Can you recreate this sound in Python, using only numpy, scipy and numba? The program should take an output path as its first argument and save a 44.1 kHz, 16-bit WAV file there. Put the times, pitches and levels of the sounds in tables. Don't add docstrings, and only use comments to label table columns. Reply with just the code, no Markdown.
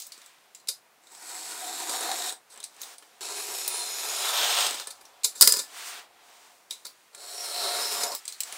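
import sys
import numpy as np
from scipy import signal
from scipy.fft import rfft, irfft
from scipy.io import wavfile
from numba import njit

SR = 44100
rng = np.random.default_rng(int(sys.argv[2]) if len(sys.argv) > 2 else 0)


def linear_from_db(decibels):
    return 10 ** (np.asarray(decibels, float) / 20)


def digitize_waveform(pressure):
    field = np.atleast_2d(pressure).T
    bounded = np.clip(field, -1, 1)
    quanta = np.round(bounded * 32767).astype(np.int16)
    wavfile.write(sys.argv[1], SR, quanta)


N = 377937

# centre_hz, width_hz, level_db
SHELL_MODES = [(4050, 200, -3.5), (4830, 34, 1.5), (7540, 22, -10), (7700, 80, 0), (9560, 29, -6),
               (9600, 65, -12), (13100, 35, -8.5), (15300, 31, -10)]
# freq_hz, density_db (per Hz)
SCUFF_COLOUR = [(1180, -49), (2000, -8.5), (3320, -15), (3610, 1.5), (5090, 0), (10200, -3), (11200, -19),
                (13300, -13.5), (15500, -30.5)]
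# sparkle_db (re peak), t60_s
SCUFF_KIND = (-14.5, 0.18)


def cuts():
    # start_s, effort_db, lean_db (on the bench)
    strokes = [
        [(1.02, -71, 1), (1.134, -55.5, -3), (1.296, -44.5, -6.5), (1.438, -41.5, -4.5), (1.668, -40, -4.5),
         (2.036, -34.5, -2), (2.2, -37, -2.5), (2.3, -36, -7), (2.44, -84.5, 12)],
        [(3.208, -39.5, -7), (3.386, -37.5, -6.5), (3.89, -37, -9.5), (4.054, -34, -10), (4.4, -28, -16)],
        [(4.0, -41, 3), (4.24, -31, -5), (4.474, -24.5, -6.5), (4.655, -26, -7), (4.685, -31.5, -8),
         (4.79, -39, -7.5), (4.856, -46.5, -4.5), (4.97, -68, 6)],
        [(7.13, -61, 1), (7.204, -47, -5.5), (7.406, -38.5, -9), (7.57, -35, -6.5), (7.816, -29.5, -4.5),
         (7.91, -31.5, -9), (7.994, -30.5, -7), (8.14, -38.5, 0.5), (8.2, -52, -18)],
    ]
    # start_hz, width_hz, start_db, end_db
    stroke_modes = [
        [(350, 70, -5, -8), (730, 50, -1, 7), (935, 40, 3, -7), (1460, 70, -3, -14), (1930, 90, -11, -11),
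         (2430, 120, -8, -13), (3800, 450, -9, 0), (4400, 300, -7, -8), (5300, 600, -6, -9),
         (6750, 300, -12, -5), (7750, 600, 3, -6), (8550, 400, -6, -4), (9700, 250, -6, -7),
         (12700, 700, -22, -10), (14700, 700, -24, -11)],
        [(415, 50, 2, -1), (720, 70, -5, -4), (940, 80, -3, -3), (1300, 150, -8, -6), (2480, 200, -11, -11),
         (3900, 180, -6, -3), (4400, 160, 1, -2), (5550, 250, -6, -6), (6820, 250, -5, 0), (7700, 350, -1, -6),
         (9550, 550, -1, -1), (12900, 750, -6, -6)],
        [(743, 110, -2, -2), (1310, 160, -4, -4), (3500, 900, -2, -2), (3950, 300, -3, -3), (5140, 200, -4, -4),
         (6700, 200, -3, -6), (8330, 300, -8, 0), (12900, 600, -4, -11)],
        [(230, 25, -45, -14), (410, 80, -8, -12), (555, 40, -12, -4), (700, 50, 8, 3), (920, 70, -18, 1),
         (1130, 90, -5, 1), (1380, 80, -5, -6), (4250, 400, 3, -2), (5500, 330, -7, 3), (7100, 300, -16, -5),
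         (7900, 500, -3, -9), (9250, 550, -5, -6), (13500, 900, -20, -12)],
    ]
    # freq_hz, density_db (per Hz)
    stroke_colours = [
        [(35, -79), (60, -67), (335, -13), (559, -12.5), (599, -17), (721, -8.5), (910, -7.5), (2910, -13.5),
         (3930, -17), (8670, -5.5), (15500, -17.5)],
        [(35, -79), (60, -38), (236, -24), (403, -2), (521, -9), (721, -4), (1740, -13), (4220, -14.5),
         (4740, -10), (9300, -11), (15500, -22)],
        [(35, -54), (60, -47), (171, -38), (343, -15.5), (738, -1), (2050, -6.5), (3500, 1.5), (5710, -7.5),
         (8280, -10.5), (11200, -18.5), (15500, -17)],
        [(35, -86), (60, -71.5), (150, -38), (240, -29), (403, -8), (599, -7.5), (688, -22), (792, -10),
         (2200, -12), (5320, -12), (6120, -13), (9300, -11), (15500, -20)],
    ]
    # fade_in_s, fade_out_s
    stroke_fades = [(0, 0), (0, .4), (.4, 0), (0, 0)]
    snap_rates = [346, 471, 800, 442]
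    snap_spreads_db = [1.4, 1.4, 2.2, 1.9]
    steel_levels_db = [-1.5, -3, -6.5, -4]
    sags = [0, .1, .03, .055]
    # low_hz, high_hz
    sag_band_hz = (3400, 5800)
    cut_edges_hz = (90, 1800, 6000, 19000)
    steel_db_per_lean_db = -0.28

    out = np.zeros(N)
    for i, stroke in enumerate(strokes):
        n, (effort_db, lean_db) = span(stroke)
        size = len(n) + SR // 4
        force = scrape(size, snap_rates[i], snap_spreads_db[i])
        on_paper, on_steel = force * rng.standard_normal((2, size))
        ring = signal.fftconvolve(on_paper, body(stroke_colours[i], valley_db=1.5))[:size]
        for k, (from_hz, width_hz, from_db, to_db) in enumerate(stroke_modes[i]):
            sagging = sag_band_hz[0] < from_hz < sag_band_hz[1]
            to_hz = from_hz * (1 - sags[i] * sagging)
            centre_hz = np.linspace(from_hz, to_hz, size) * (1 + .007 * walk(6, size))
            level_db = np.linspace(from_db, to_db, size) + 2.6 * walk(9, size)
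            mode = resonance(on_steel, centre_hz, 1.2 * width_hz)
            mode = resonance(mode, centre_hz, 2.8 * width_hz)
            ring += (-1) ** k * linear_from_db(level_db) * mode
        sheet, tear, steel = layers(room(ring)[SR // 4:], cut_edges_hz)
        sheet = sheet * linear_from_db(lean_db + walk(25.9, len(n)))
        steel_db = steel_levels_db[i] + steel_db_per_lean_db * lean_db
        steel = steel * linear_from_db(steel_db + 0.28 * walk(24.2, len(n)))
        in_s, out_s = stroke_fades[i]
        t = np.arange(len(n)) / SR + 1 / SR
        left = t[::-1]
        fade = np.sqrt(t / np.maximum(t, in_s) * left / np.maximum(left, out_s))
        out[n] += fade * linear_from_db(effort_db) * (tear + sheet + steel)
    return out


def scrape(size, rate_per_s, spread_db):
    sizes = linear_from_db(np.minimum(spread_db * rng.exponential(size=size), 14))
    snaps = (rng.random(size) < rate_per_s / SR) * sizes
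    decay_s = .0006
    snaps = signal.lfilter([1], [1, -np.exp(-1 / (decay_s * SR))], snaps)
    flutter = linear_from_db(.7 * walk(40, size))
    return flutter * (unit(snaps) + 2.6)


@njit
def resonance(x, hz, width):
    y, b, l = np.empty(len(x)), 0., 0.
    for i in range(len(x)):
        g, k = np.tan(np.pi * hz[i] / SR), width / hz[i]
        v = (b + g * (x[i] - l)) / (1 + g * (g + k))
        b, l, y[i] = 2 * v - b, l + 2 * g * v, k * v
    return y


def room(x):
    t60_s, wash_db = 0.22, -5
    t = np.arange(SR // 3) / SR
    wash = rng.standard_normal(len(t)) * linear_from_db(-60 * t / t60_s) * (t > .002)
    response = linear_from_db(wash_db) * wash / np.sqrt(np.sum(wash ** 2))
    response[0] = 1
    return signal.fftconvolve(x, response)[:len(x)]


def bounces():
    # start_s, peak_db, bench_db (re peak)
    landings = [(5.4105, 2.5, -20), (5.4192, -0.5, -47), (5.4234, 1, -21.5), (5.4293, -9, -13),
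                (5.45, -24, -28), (5.474, 2, -18), (5.491, -15.5, -11), (5.5223, -3.5, -22),
                (5.5381, -14.5, -12.5), (5.563, -21.5, -10), (5.5691, -17, -17), (5.58, -25.5, -10.5),
                (5.597, -25.5, -10), (5.6173, -27.5, -11.5), (5.637, -38, -4)]
    # centre_hz, width_hz, level_db
    knife_modes = [(4750, 60, -8), (4980, 120, -2), (5190, 60, -8), (6120, 90, -14), (6990, 110, -12),
                   (7380, 140, -9), (7710, 110, -9), (7910, 150, -10), (8890, 200, -12), (9700, 250, -10),
                   (12200, 120, -16), (13700, 160, -11), (14500, 400, -16)]
    # freq_hz, density_db (per Hz)
    knife_colour = [(1180, -63), (2000, -12), (2140, -26.5), (2870, -20.5), (3340, -21), (4920, -3.5),
                    (5890, -14), (7680, -8), (10800, -15.5), (14100, -22), (15500, -18.5)]
    bounce_kind = (-13, 0.22)
    out = np.zeros(N)
    for s, db, bench_db in landings:
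        shift = [40, 0, 3] * rng.standard_normal((len(knife_modes), 3))  # Hz, Hz, dB
        knife = body(knife_colour, np.array(knife_modes) + shift, valley_db=-3.5)
        add_hit(out, s, db + 0.5, bench_db, bounce_kind, knife, rise_s=.002, crack_s=.0017, tail_db=-12)
    return out


def thud():
    # start_s, push_s, peak_db
    push = (5.414, .022, -54)
    start_s, length_s, db = push
    share = np.clip((np.arange(N) / SR - start_s) / length_s, 0, 1)
    return linear_from_db(db) * np.sin(np.pi * share) ** 2


def catches():
    # start_s, peak_db, ring_hz
    snags = [(1.149, -34, 7850), (1.8943, -18.5, 8850), (2.008, -20, 8800), (2.115, -15.5, 3950),
             (2.285, -23, 8450), (2.3238, -24, 8400), (4.6652, -12, 2950), (4.7084, -18.5, 8100),
             (4.7436, -19.5, 8000), (4.798, -20, 4200), (4.8714, -22, 8760), (7.179, -39, 7740),
             (8.1189, -21.5, 4330)]
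    catch_kind = (-19.5, 0.17)
    bench_db = -12
    return shell_hits([(*row, bench_db) for row in snags], catch_kind)


def ticks():
    # start_s, peak_db, ring_hz, bench_db (re peak)
    handling = [(0.02, -29, 6920, -31), (0.1196, -29, 4560, -38), (0.1775, -38, 7800, -10),
                (0.2169, -39, 3720, -16), (0.2608, -36.5, 7700, -26), (0.5482, -31.5, 7500, -35),
                (0.5994, -44, 4110, -24.5), (1.037, -48, 7820, -23), (1.07, -42.5, 3880, -7),
                (1.1204, -37.5, 8090, -17), (2.8324, -27, 3700, -22), (3.024, -40.5, 3010, -2),
                (5.0524, -39, 5750, -12), (6.8664, -25, 4570, -19), (6.7082, -18, 3870, -24.5),
                (8.2786, -18.5, 8200, -26), (8.3235, -25, 4370, -26), (8.5654, -38, 3140, -32)]
    # start_s, peak_db, ring_hz, bench_db (re peak)
    slider_play = [
        (0.673, -30, 4050, -30),
        (5.2343, -22.5, 7470, -40),
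    ]
    tick_kind = (-16.5, .19)
    return shell_hits([*handling, *slider_play], tick_kind)


def clinks():
    # start_s, peak_db, ring_hz, bench_db (re peak)
    contacts = [(0.0014, -28.5, 7700, -23), (0.0672, -30.5, 8000, -32), (2.816, -23.5, 6640, -21),
                (3.678, -13.5, 8800, -18), (8.1495, -19, 7700, -23), (8.4048, -13.5, 7700, -42)]
    clink_kind = (-6.5, 0.099)
    return shell_hits(contacts, clink_kind)


def pricks():
    # start_s, peak_db, ring_hz, bench_db (re peak)
    touches = [(2.5596, -37, 8640, -25), (2.575, -34, 7810, -11), (2.602, -30, 3650, -20),
               (2.629, -32, 4000, -18), (2.6405, -26, 8400, -27), (2.744, -47, 8600, -19),
               (2.7641, -41, 8800, -19), (2.9821, -32, 9440, -33), (7.1477, -29.5, 8550, -11.5),
               (8.2531, -25.5, 7800, -37), (8.4052, -25, 2980, -40), (8.4334, -20, 7800, -29),
               (8.5245, -23, 9700, -16.5)]
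    prick_kind = (-19, 0.098)
    return shell_hits(touches, prick_kind)


def shell_hits(table, kind):
    # freq_hz, density_db (per Hz)
    tick_colour = [(1180, -42.5), (2000, -10), (2990, -12), (4040, -4), (4670, -9.5), (5090, -7),
                   (5540, -6), (7290, -7), (10300, -7), (11200, -12.5), (15500, -4)]
    out = np.zeros(N)
    for s, db, hz, bench_db in table:
        response = body(tick_colour, [*SHELL_MODES, (hz, 0.13 * hz, 3.5)], valley_db=-0.5)
        add_hit(out, s, db - 1.5, bench_db, kind, response, rise_s=.0005, crack_s=.002, tail_db=-7)
    return out


def scuffs():
    # start_s, peak_db, ring_hz, bench_db (re peak)
    notches = [(0.685, -14.5, 4920, -23.5), (2.637, -29.5, 8350, -30), (4.905, -30, 4300, -31),
               (5.009, -42.5, 4950, -7), (5.243, -8.5, 7360, -25.5), (5.589, -19, 7700, -16.5),
               (6.8503, -27.5, 4420, -16.5), (8.008, -26, 4200, -16), (8.033, -16, 6900, -13)]
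    out = np.zeros(N)
    for s, db, hz, bench_db in notches:
        response = body(SCUFF_COLOUR, [*SHELL_MODES, (hz, 0.12 * hz, 2.5)], valley_db=-2.5)
        add_hit(out, s, db + 1.4, bench_db, SCUFF_KIND, response, rise_s=.008, crack_s=.005, tail_db=-4)
    return out


def drags():
    # start_s, peak_db, ring_hz, bench_db (re peak)
    rubs = [(2.5, -44, 8300, -20), (2.518, -42, 7950, -14), (2.534, -41, 8400, -10),
            (2.803, -41, 7200, -14), (5.352, -31.5, 7600, -11.5), (5.372, -38, 4950, -14.5),
            (5.385, -38.5, 6700, -14), (5.399, -34, 8100, -14)]
    out = np.zeros(N)
    for s, db, hz, bench_db in rubs:
        response = body(SCUFF_COLOUR, [(hz, .04 * hz, 6)], valley_db=-6)
        add_hit(out, s, db, bench_db, SCUFF_KIND, response, rise_s=.014, crack_s=.011, tail_db=-5.5)
    return out


def add_hit(out, s, peak_db, bench_db, kind, response, rise_s, crack_s, tail_db):
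    # centre_hz, width_hz, level_db
    bench_modes = [(430, 50, 3), (554, 50, 4), (980, 50, 3), (1400, 80, 3), (1750, 50, 6), (2500, 200, -2)]
    # freq_hz, density_db (per Hz)
    bench_colour = [(35, -62), (60, -30), (129, -44), (200, -5.5), (422, 2), (788, -7), (965, 2.5),
                    (2500, -2), (3250, -36.5), (5500, -120)]
    sparkle_db, t60_s = kind
    t = np.arange(SR // 5) / SR
    after = np.maximum(t - rise_s, 0)
    tail = linear_from_db(tail_db - 60 * after / np.clip(t60_s, .02, .4))
    envelope = np.minimum(t / rise_s, 1) ** 2 * (np.exp(-after / crack_s) + tail)
    force = rng.standard_normal(len(t)) * envelope
    full = signal.fftconvolve(force, response)[:len(t)]
    ring = band(full, 2000, 11000)
    sparkle = band(full, 11000, 19500)
    bench = body(bench_colour, bench_modes, valley_db=-4.5)
    knock = signal.fftconvolve(force, bench)[:len(t)]
    hit = ring / abs(ring).max()
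    hit += linear_from_db(sparkle_db + 8.5) * sparkle / abs(sparkle).max()
    hit += linear_from_db(bench_db) * knock / abs(knock).max()
    start = max(int((s - .6 * rise_s) * SR), 0)
    out[start:start + len(t)] += linear_from_db(peak_db) * hit[:N - start]


def slides():
    # start_s, rub_db, hiss_db (re rub)
    moves = [
        [(0.0, -69, 27), (0.122, -60, -1), (0.248, -57.5, -1), (0.348, -62.5, -4), (0.826, -82, -3),
         (1.05, -76, 3)],
        [(2.42, -81, 5), (2.566, -55.5, -7), (2.71, -64, 2), (2.78, -57.5, -2), (2.83, -50.5, 4.5),
         (2.94, -53, 1), (2.975, -65, 3), (3.208, -62, -2)],
        [(4.95, -62, 1), (5.3, -61, -8), (5.41, -58, 18)],
        [(5.62, -64, 0), (5.776, -42.5, -1), (5.84, -42, -2), (5.89, -42.5, 3.5), (5.94, -43, -2.5),
         (5.992, -44.5, -3.5), (6.086, -65.5, -7.5), (6.308, -57.5, -1), (6.48, -59, -0.5), (6.7, -76.5, 7)],
        [(6.7, -63.5, 8), (6.864, -65, 0.5), (7.15, -69.5, 1)],
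        [(8.2, -54, 0), (8.248, -55.5, -2), (8.37, -58.5, 1), (8.48, -48.5, 3.5), (8.57, -46, 1.5)],
    ]
    # rest_level_db, slope_db_per_db (of rub)
    slide_bench = [(-70, 0.084), (-61, 0.8), (-60.5, .1), (-61, 0.5), (-59.5, 1.6), (-69.5, 1.45)]
    # freq_hz, density_db (per Hz)
    slide_colour = [(35, -64.5), (60, -31.5), (192, -37), (226, -12), (394, -5.5), (572, -3), (738, 2.5),
                    (1070, 0), (1450, -2.5), (6560, -4.5), (9000, -4), (10800, -13), (15500, -12)]
    slide_edges_hz = (90, 1200, 4000, 19000)
    rest_db = -58
    out = np.zeros(N)
    rub = signal.fftconvolve(rng.standard_normal(N), body(slide_colour, [(716, 44, 4)]))[:N]
    parts = np.array([linear_from_db(0.47 * walk(25, N)) * part for part in layers(rub, slide_edges_hz)])
    for table, (bench_db, slope) in zip(moves, slide_bench):
        n, (rub_db, hiss_db) = span(table)
        levels_db = [bench_db + slope * (rub_db - rest_db), rub_db, rub_db + hiss_db]
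        out[n] += np.sum(linear_from_db(levels_db) * parts[:, n], axis=0)
    return out


def rumble():
    # start_s, level_db
    rumble_levels = [(0, -118), (3.15, -118), (3.25, -90), (4.6, -85), (4.75, -88), (5.2, -89), (5.3, -93.5),
                     (6.4, -89.5), (6.6, -116), (8.57, -116)]
    n, (db,) = span(rumble_levels)
    out = np.zeros(N)
    out[n] = linear_from_db(db) * unit(band(rng.standard_normal(len(n)), 35, 99))
    return out


def room_tone():
    # freq_hz, density_db (per Hz)
    air_colour = [(18, -83), (30, -54), (86, -20), (170, -14), (265, -11), (403, -7.5), (797, -4.5),
                  (2400, -8), (2960, -11), (3460, -12.5), (15900, -19.5)]
    air = signal.fftconvolve(rng.standard_normal(N), body(air_colour))[:N]
    return linear_from_db(-62.5) * unit(air)


def unit(x):
    return x / np.sqrt(np.mean(x ** 2))


def body(colour, modes=(), valley_db=0):
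    taps = 2048
    hz = np.maximum(np.arange(taps // 2 + 1) * SR / taps, 1)
    points = np.array(colour, float)
    colour_db = np.interp(np.log(hz), np.log(points[:, 0]), points[:, 1])
    power = linear_from_db(colour_db + valley_db) ** 2
    for centre_hz, width_hz, db in modes:
        offset = 2 * (hz - centre_hz) / max(width_hz, 50)
        power = power + linear_from_db(db) ** 2 / (1 + offset ** 2) ** 2
    cepstrum = irfft(np.log(power) / 2)
    cepstrum[1:taps // 2] *= 2
    cepstrum[taps // 2 + 1:] = 0
    return irfft(np.exp(rfft(cepstrum)))


def band(x, lo_hz, hi_hz):
    sos = signal.butter(3, [lo_hz, min(hi_hz, .45 * SR)], "band", fs=SR, output="sos")
    return signal.sosfilt(sos, x)


def layers(x, edges_hz):
    return [unit(band(x, lo, hi)) for lo, hi in zip(edges_hz, edges_hz[1:])]


def walk(rate_hz, size):
    steps = np.repeat(rng.standard_normal(int(size * rate_hz / SR) + 3), 4)
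    levels = np.convolve(steps, np.ones(4) / 4)
    place = np.arange(size) * 4 * rate_hz / SR + 4
    return 1.2 * np.interp(place, np.arange(len(levels)), levels)


def span(table):
    s, *columns = np.transpose(table)
    n = np.arange(int(s[0] * SR), min(int(s[-1] * SR), N))
    return n, [np.interp(n / SR, s, c) for c in columns]


def scene():
    knife = cuts() + catches() + bounces() + thud()
    handling = ticks() + clinks() + pricks() + scuffs() + drags() + slides()
    return (knife + handling + rumble() + room_tone())[None]


def top_cut(x):
    return signal.sosfilt(signal.butter(12, 16020, fs=SR, output="sos"), x)


def record(dry):
    low_pass = signal.ellip(8, .2, 60, 15650, fs=SR, output="sos")
    mix = np.clip(signal.sosfilt(low_pass, dry), -1, 1)
    return top_cut(mix)


dry = scene()
out = record(dry)
digitize_waveform(out)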